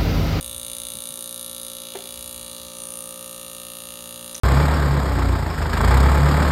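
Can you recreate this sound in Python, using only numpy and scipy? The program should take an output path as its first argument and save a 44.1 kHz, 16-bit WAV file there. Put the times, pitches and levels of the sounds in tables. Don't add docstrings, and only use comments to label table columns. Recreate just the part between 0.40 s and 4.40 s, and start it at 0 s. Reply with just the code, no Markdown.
import sys
import numpy as np
from scipy import signal
from scipy.fft import rfft, irfft
from scipy.io import wavfile
from scipy.ndimage import uniform_filter1d

SR = 44100
rng = np.random.default_rng(int(sys.argv[2]) if len(sys.argv) > 2 else 0)


def transcribe(u):
    v = np.clip(np.atleast_2d(u).T, -1, 1)
    q = np.round(v * 32767).astype(np.int16)
    wavfile.write(sys.argv[1], SR, q)


N = 176400
TIME_S = np.arange(N) / SR
CUTOFF_HZ = 15830


def amp(db):
    return 10 ** (np.asarray(db) / 20)


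def unit(x):
    return x / np.sqrt(np.mean(abs(x) ** 2) + 1e-20)


def curve(rows, column=1):
    rows = np.array(rows)
    return np.interp(TIME_S, rows[:, 0], rows[:, column])


def colour(x, points):
    point_hz, point_db = np.transpose(points)
    hz = abs(np.fft.fftfreq(8192, 1 / SR))
    log_gain = np.log(amp(np.interp(np.log(hz + 1), np.log(point_hz), point_db)))
    taps = np.fft.ifft(np.exp(np.conj(signal.hilbert(log_gain)))).real[:4096]
    return signal.oaconvolve(x, taps)[:N]


def drift(times, step_s, count):
    weight = np.exp(-(times[:, None] / step_s - np.arange(-1, 40)) ** 2)
    weight /= np.linalg.norm(weight, axis=1, keepdims=True)
    return weight @ rng.standard_normal((41, count))


def add(mix, start, sound):
    part = mix[start:][:len(sound)]
    part += sound[:len(part)]


# time_s, level_db
RUMBLE_LEVEL = [(0, -43), (.2, -46.5), (.3, -49), (.58, -58), (.75, -67), (1, -61.5), (1.42, -58),
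                (1.62, -67), (1.8, -49.5), (2.4, -57), (2.8, -63), (3.35, -58.5), (4, -58)]
# frequency_hz, relative_db
RUMBLE_COLOUR = [(20, -33), (36, -19), (46, -22), (56, -7), (65, -2), (74, -4), (85, -16), (105, -11),
                 (160, -36), (400, -73)]
AIR_COLOUR = [(20, -12), (100, -1), (170, -3), (300, -7), (550, -9), (800, -12), (2000, -13), (6000, -12),
              (16000, -14)]

def room_tone():
    rumble = unit(colour(rng.standard_normal(N), RUMBLE_COLOUR))
    air = unit(colour(rng.standard_normal(N), AIR_COLOUR))
    return amp(curve(RUMBLE_LEVEL)) * rumble + amp(-52) * air


def reverb(x, t60_s=.45):
    t = np.arange(SR // 2) / SR
    tail = rng.standard_normal(len(t)) * amp(-60 * t / t60_s) * (t > .004)
    return signal.oaconvolve(x, tail / np.linalg.norm(tail))[:N]


def struck(hits, modes, rise_s, scuff_db, scuff_s, wet_db):
    t, out = np.arange(SR // 3) / SR, np.zeros(N)
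    band = signal.butter(3, [modes[0][0], modes[-1][0]], "band", fs=SR, output="sos")
    for start_s, hit_db in hits:
        ring = sum(amp(db - 60 * t / t60) * np.sin(2 * np.pi * hz * t) for hz, db, t60 in modes)
        noise = unit(signal.sosfilt(band, rng.standard_normal(len(t))))
        scuff = amp(scuff_db) * np.exp(-t / scuff_s) * noise
        attack = 1 - np.exp(-t / rise_s)
        add(out, round(start_s * SR), amp(hit_db) * attack * (ring + scuff))
    return out + amp(wet_db) * reverb(out)


# start_s, gain_db
BOX_KNOCKS = [(.775, -41), (1.5470, -33), (1.5512, -20.5)]
TABLE_BUMPS = [(.548, -39.5), (.572, -42.5), (.700, -46)]
BUTTON_CLICKS = [(3.9505, -23.5), (3.9526, -22.5), (3.9542, -27)]
# pitch_hz, relative_db, t60_s
BOX_MODES = [(334, -30, 0.025), (389.6, -1, 0.08), (448, -11, 0.065), (719, -7.5, 0.058), (853, -1, 0.028),
             (1040, -14, .03), (1415, -10, 0.022), (1666, -17, 0.027), (2370, -19, .025), (3100, -17, .025)]
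TABLE_MODES = [(105, -7, 0.09), (147, 7, 0.065), (210, 4.5, 0.081), (266, 5, 0.06)]
BUTTON_MODES = [(1540, -17, .012), (2300, -12, 0.011), (3730, -28, .01), (5440, -10, 0.012),
                (6035, -7, .01), (6040, 3, 0.0086), (6700, -7, .008)]

def handling():
    box = struck(BOX_KNOCKS, BOX_MODES, rise_s=.003, scuff_db=-14, scuff_s=.011, wet_db=-7)
    table = struck(TABLE_BUMPS, TABLE_MODES, rise_s=.004, scuff_db=-8, scuff_s=.027, wet_db=-15)
    button = struck(BUTTON_CLICKS, BUTTON_MODES, rise_s=.00019, scuff_db=-11, scuff_s=.0018, wet_db=-7)
    return box + table + button


def lifted(from_s=1.35, to_s=2.5):
    return np.clip((TIME_S - from_s) / (to_s - from_s), 0, 1)


# reed_multiple (played rounded), box_resting_db, box_held_db
CORE_PARTIALS = [(2.01, -12.5, -12), (2.99, -9, -5.5), (4.023, -4, -2.5), (5.015, -11, -10.5),
                 (6, -14.5, -12), (7, -15, -12), (8, -26.5, -20.5), (9.023, 1, 2), (10.002, -2, -2.5),
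                 (10.83, -27, -23.5), (11.97, -22, -17), (13, -23.5, -20), (14, -26.5, -22.5),
                 (15.014, -11, -12), (16.046, -17.5, -12), (17, -16.5, -21), (18, -35, -21.5),
                 (19, -11, -10.5), (20, -9.5, -8), (21.08, -21, -5), (22, -12, -13), (22.95, -10, -15),
                 (24, -22, -46), (25, -28.5, -20.5), (26, -25, -21), (27, -25, -24), (28, -31.5, -30),
                 (29, -51, -26), (30.12, -15.5, -17.5), (31.12, -18.5, -14)]
FRAME_PARTIALS = [(47, -27, -20), (50, -19, -14.5), (57, -19, -6.5), (59, -11, -14.5), (63.4, -12, -16),
                  (64, -18, -11.5), (66.8, -18, -25)]

def core_hum(swings, level_db=-44, waver_db=1.24):
    partials = CORE_PARTIALS + FRAME_PARTIALS
    coarse_s = np.linspace(0, N / SR, 100)
    wavers = amp(waver_db * drift(coarse_s, step_s=.308, count=len(partials)))
    phases = rng.random(len(partials))
    held, out = lifted(), np.zeros(N)
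    for (multiple, rest_db, held_db), waver, phase in zip(partials, wavers.T, phases):
        level = amp(rest_db) * (1 - held) + amp(held_db) * held
        tone = np.sin(2 * np.pi * (round(multiple) * swings + phase))
        out += level * np.interp(TIME_S, coarse_s, waver) * tone
    return amp(level_db) * unit(out)


def reed_strikes(swings, first_s=.0103, rise_s=.00018, fall_s=.00091, drift_s=.7, jitter_db=.25):
    strikes_s = np.interp(np.arange(int(swings[-1])), swings, TIME_S) + first_s
    t, hz = np.arange(512) / SR, np.fft.rfftfreq(1024, 1 / SR)
    envelope = (1 - np.exp(-t / rise_s)) * np.exp(-t / fall_s)
    drift_clock = strikes_s + 4 * drift_s * np.interp(strikes_s, TIME_S, lifted())
    alike = unit(rfft(envelope * drift(drift_clock, drift_s, count=len(t)), 2 * len(t)))
    alike = unit(alike / (abs(alike) + .04) ** .72)
    alike /= np.sqrt(np.mean(abs(alike) ** 2, axis=1, keepdims=True))
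    fresh = unit(rfft(envelope * rng.standard_normal((len(strikes_s), len(t))), 2 * len(t)))
    spectra = alike + fresh * (.22 + .65 * (hz / CUTOFF_HZ) ** 6)
    spectra *= amp(jitter_db * rng.standard_normal((len(strikes_s), 1)))
    lead, out = len(t) // 4, np.zeros(N)
    for start, spectrum in zip(strikes_s * SR - lead, spectra):
        delay = np.exp(-2j * np.pi * hz / SR * (lead + start % 1))
        add(out, int(start), irfft(spectrum * delay))
    return out


BAND_EDGES_HZ = [1000, 5300, 7800, 10300, 17000]
# time_s, low_db, mid_db, high_db, top_db
ARM_SHADING = [(0.03, -41.5, -49, -37, -42), (0.2, -41.5, -48.5, -36.5, -44),
               (0.42, -40.5, -46.5, -36, -43), (0.58, -41.5, -49, -36.5, -44.5),
               (0.8, -44, -47.5, -37, -42.5), (1.05, -42.5, -49, -38.5, -42),
               (1.32, -42.5, -49, -39.5, -42.5), (1.5, -41, -49, -44, -46.5),
               (1.68, -41, -49.5, -41.5, -45.5), (1.87, -44.5, -47, -39.5, -43),
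               (2.1, -43.5, -50.5, -40.6, -50), (2.22, -43.5, -49, -45.5, -44.5),
               (2.3, -46, -49.5, -48, -54), (2.42, -46.5, -47.5, -36.5, -49), (2.6, -49, -49.5, -37.5, -44),
               (2.75, -48.5, -50, -42.5, -45), (3.0, -46.5, -49, -44, -45),
               (3.35, -44.5, -51.5, -44, -43.5), (3.6, -45, -49.5, -45.5, -46),
               (3.9, -45, -50.5, -42.5, -46.5)]
BAND_TRIM_DB = [-1.9, -0.3, -0.28, -0.58]

def arm_shading(clicks):
    spectrum, hz = rfft(clicks), np.fft.rfftfreq(N, 1 / SR)
    out = np.zeros(N)
    for k, trim_db in enumerate(BAND_TRIM_DB):
        lower, upper = [np.tanh((hz - edge) / 300) for edge in BAND_EDGES_HZ[k:k + 2]]
        band = irfft(spectrum * (lower - upper), N)
        running_rms = np.sqrt(uniform_filter1d(band ** 2, size=8977) + 1e-20)
        out += amp(trim_db + curve(ARM_SHADING, column=k + 1)) * band / running_rms
    return out


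# frequency_hz, box_resting_db, box_held_db
CONTACT_COLOUR = [(1390, -49, -37.5), (1990, -25.5, -22), (2240, -26, -29), (2340, -12.5, -12.5),
                  (2536, -27, -24.5), (2770, -14, -9.5), (2976, -9.5, -12), (3106, -27.5, -21.5),
                  (3345, -9, -11), (3770, -4.5, -9), (4060, -13.5, -13), (4570, -17.5, -16),
                  (5055, -16.5, -16.5), (5056, -30.5, -30.5), (6010, -21.5, -20.5), (6770, -15.5, -16.5),
                  (7820, -28, -24.5), (8250, -11, -10.5), (8640, -12.5, -3.5), (9910, 1, 8),
                  (9760, -9.5, 0), (10140, -11, -2.5), (11260, 3.5, 0.5), (11780, -1.5, 1),
                  (13100, -9, -11.5), (13400, -13, -16), (15500, -14.5, -15)]
# frequency_hz, relative_db
REVERB_COLOUR = [(2000, -2), (3500, 1.5), (6500, 10.5), (9500, -7.5), (12000, -5.5), (15500, 0)]
# delay_s, gain_db
WALL_ECHOES = [(.0053, -9.5), (.0097, -16.5), (0.0136, -14.5)]

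def contact_buzz(swings, reverb_db=-41.5):
    strikes, colours, held = reed_strikes(swings), np.array(CONTACT_COLOUR), lifted()
    box_resting = colour(strikes, colours[:, [0, 1]])
    box_held = colour(strikes, colours[:, [0, 2]])
    clicks = (1 - held) * box_resting + held * box_held
    direct = arm_shading(clicks)
    out = direct + amp(reverb_db) * unit(colour(reverb(clicks), REVERB_COLOUR))
    for delay_s, gain_db in WALL_ECHOES:
        add(out, round(delay_s * SR), amp(gain_db) * direct)
    return out


# time_s, rate_hz
REED_RATE = [(0, 58.915), (1, 58.942), (2.3, 58.952), (4, 58.956)]

def inverter():
    swings = np.cumsum(curve(REED_RATE)) / SR
    return core_hum(swings) + contact_buzz(swings)


def scene():
    return (handling() + inverter() + room_tone())[None]


def record(dry):
    lowpass = signal.firwin(1023, CUTOFF_HZ, window=("kaiser", 9), fs=SR)
    return signal.oaconvolve(dry, lowpass[None], "same")


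dry = scene()
out = record(dry)
transcribe(out)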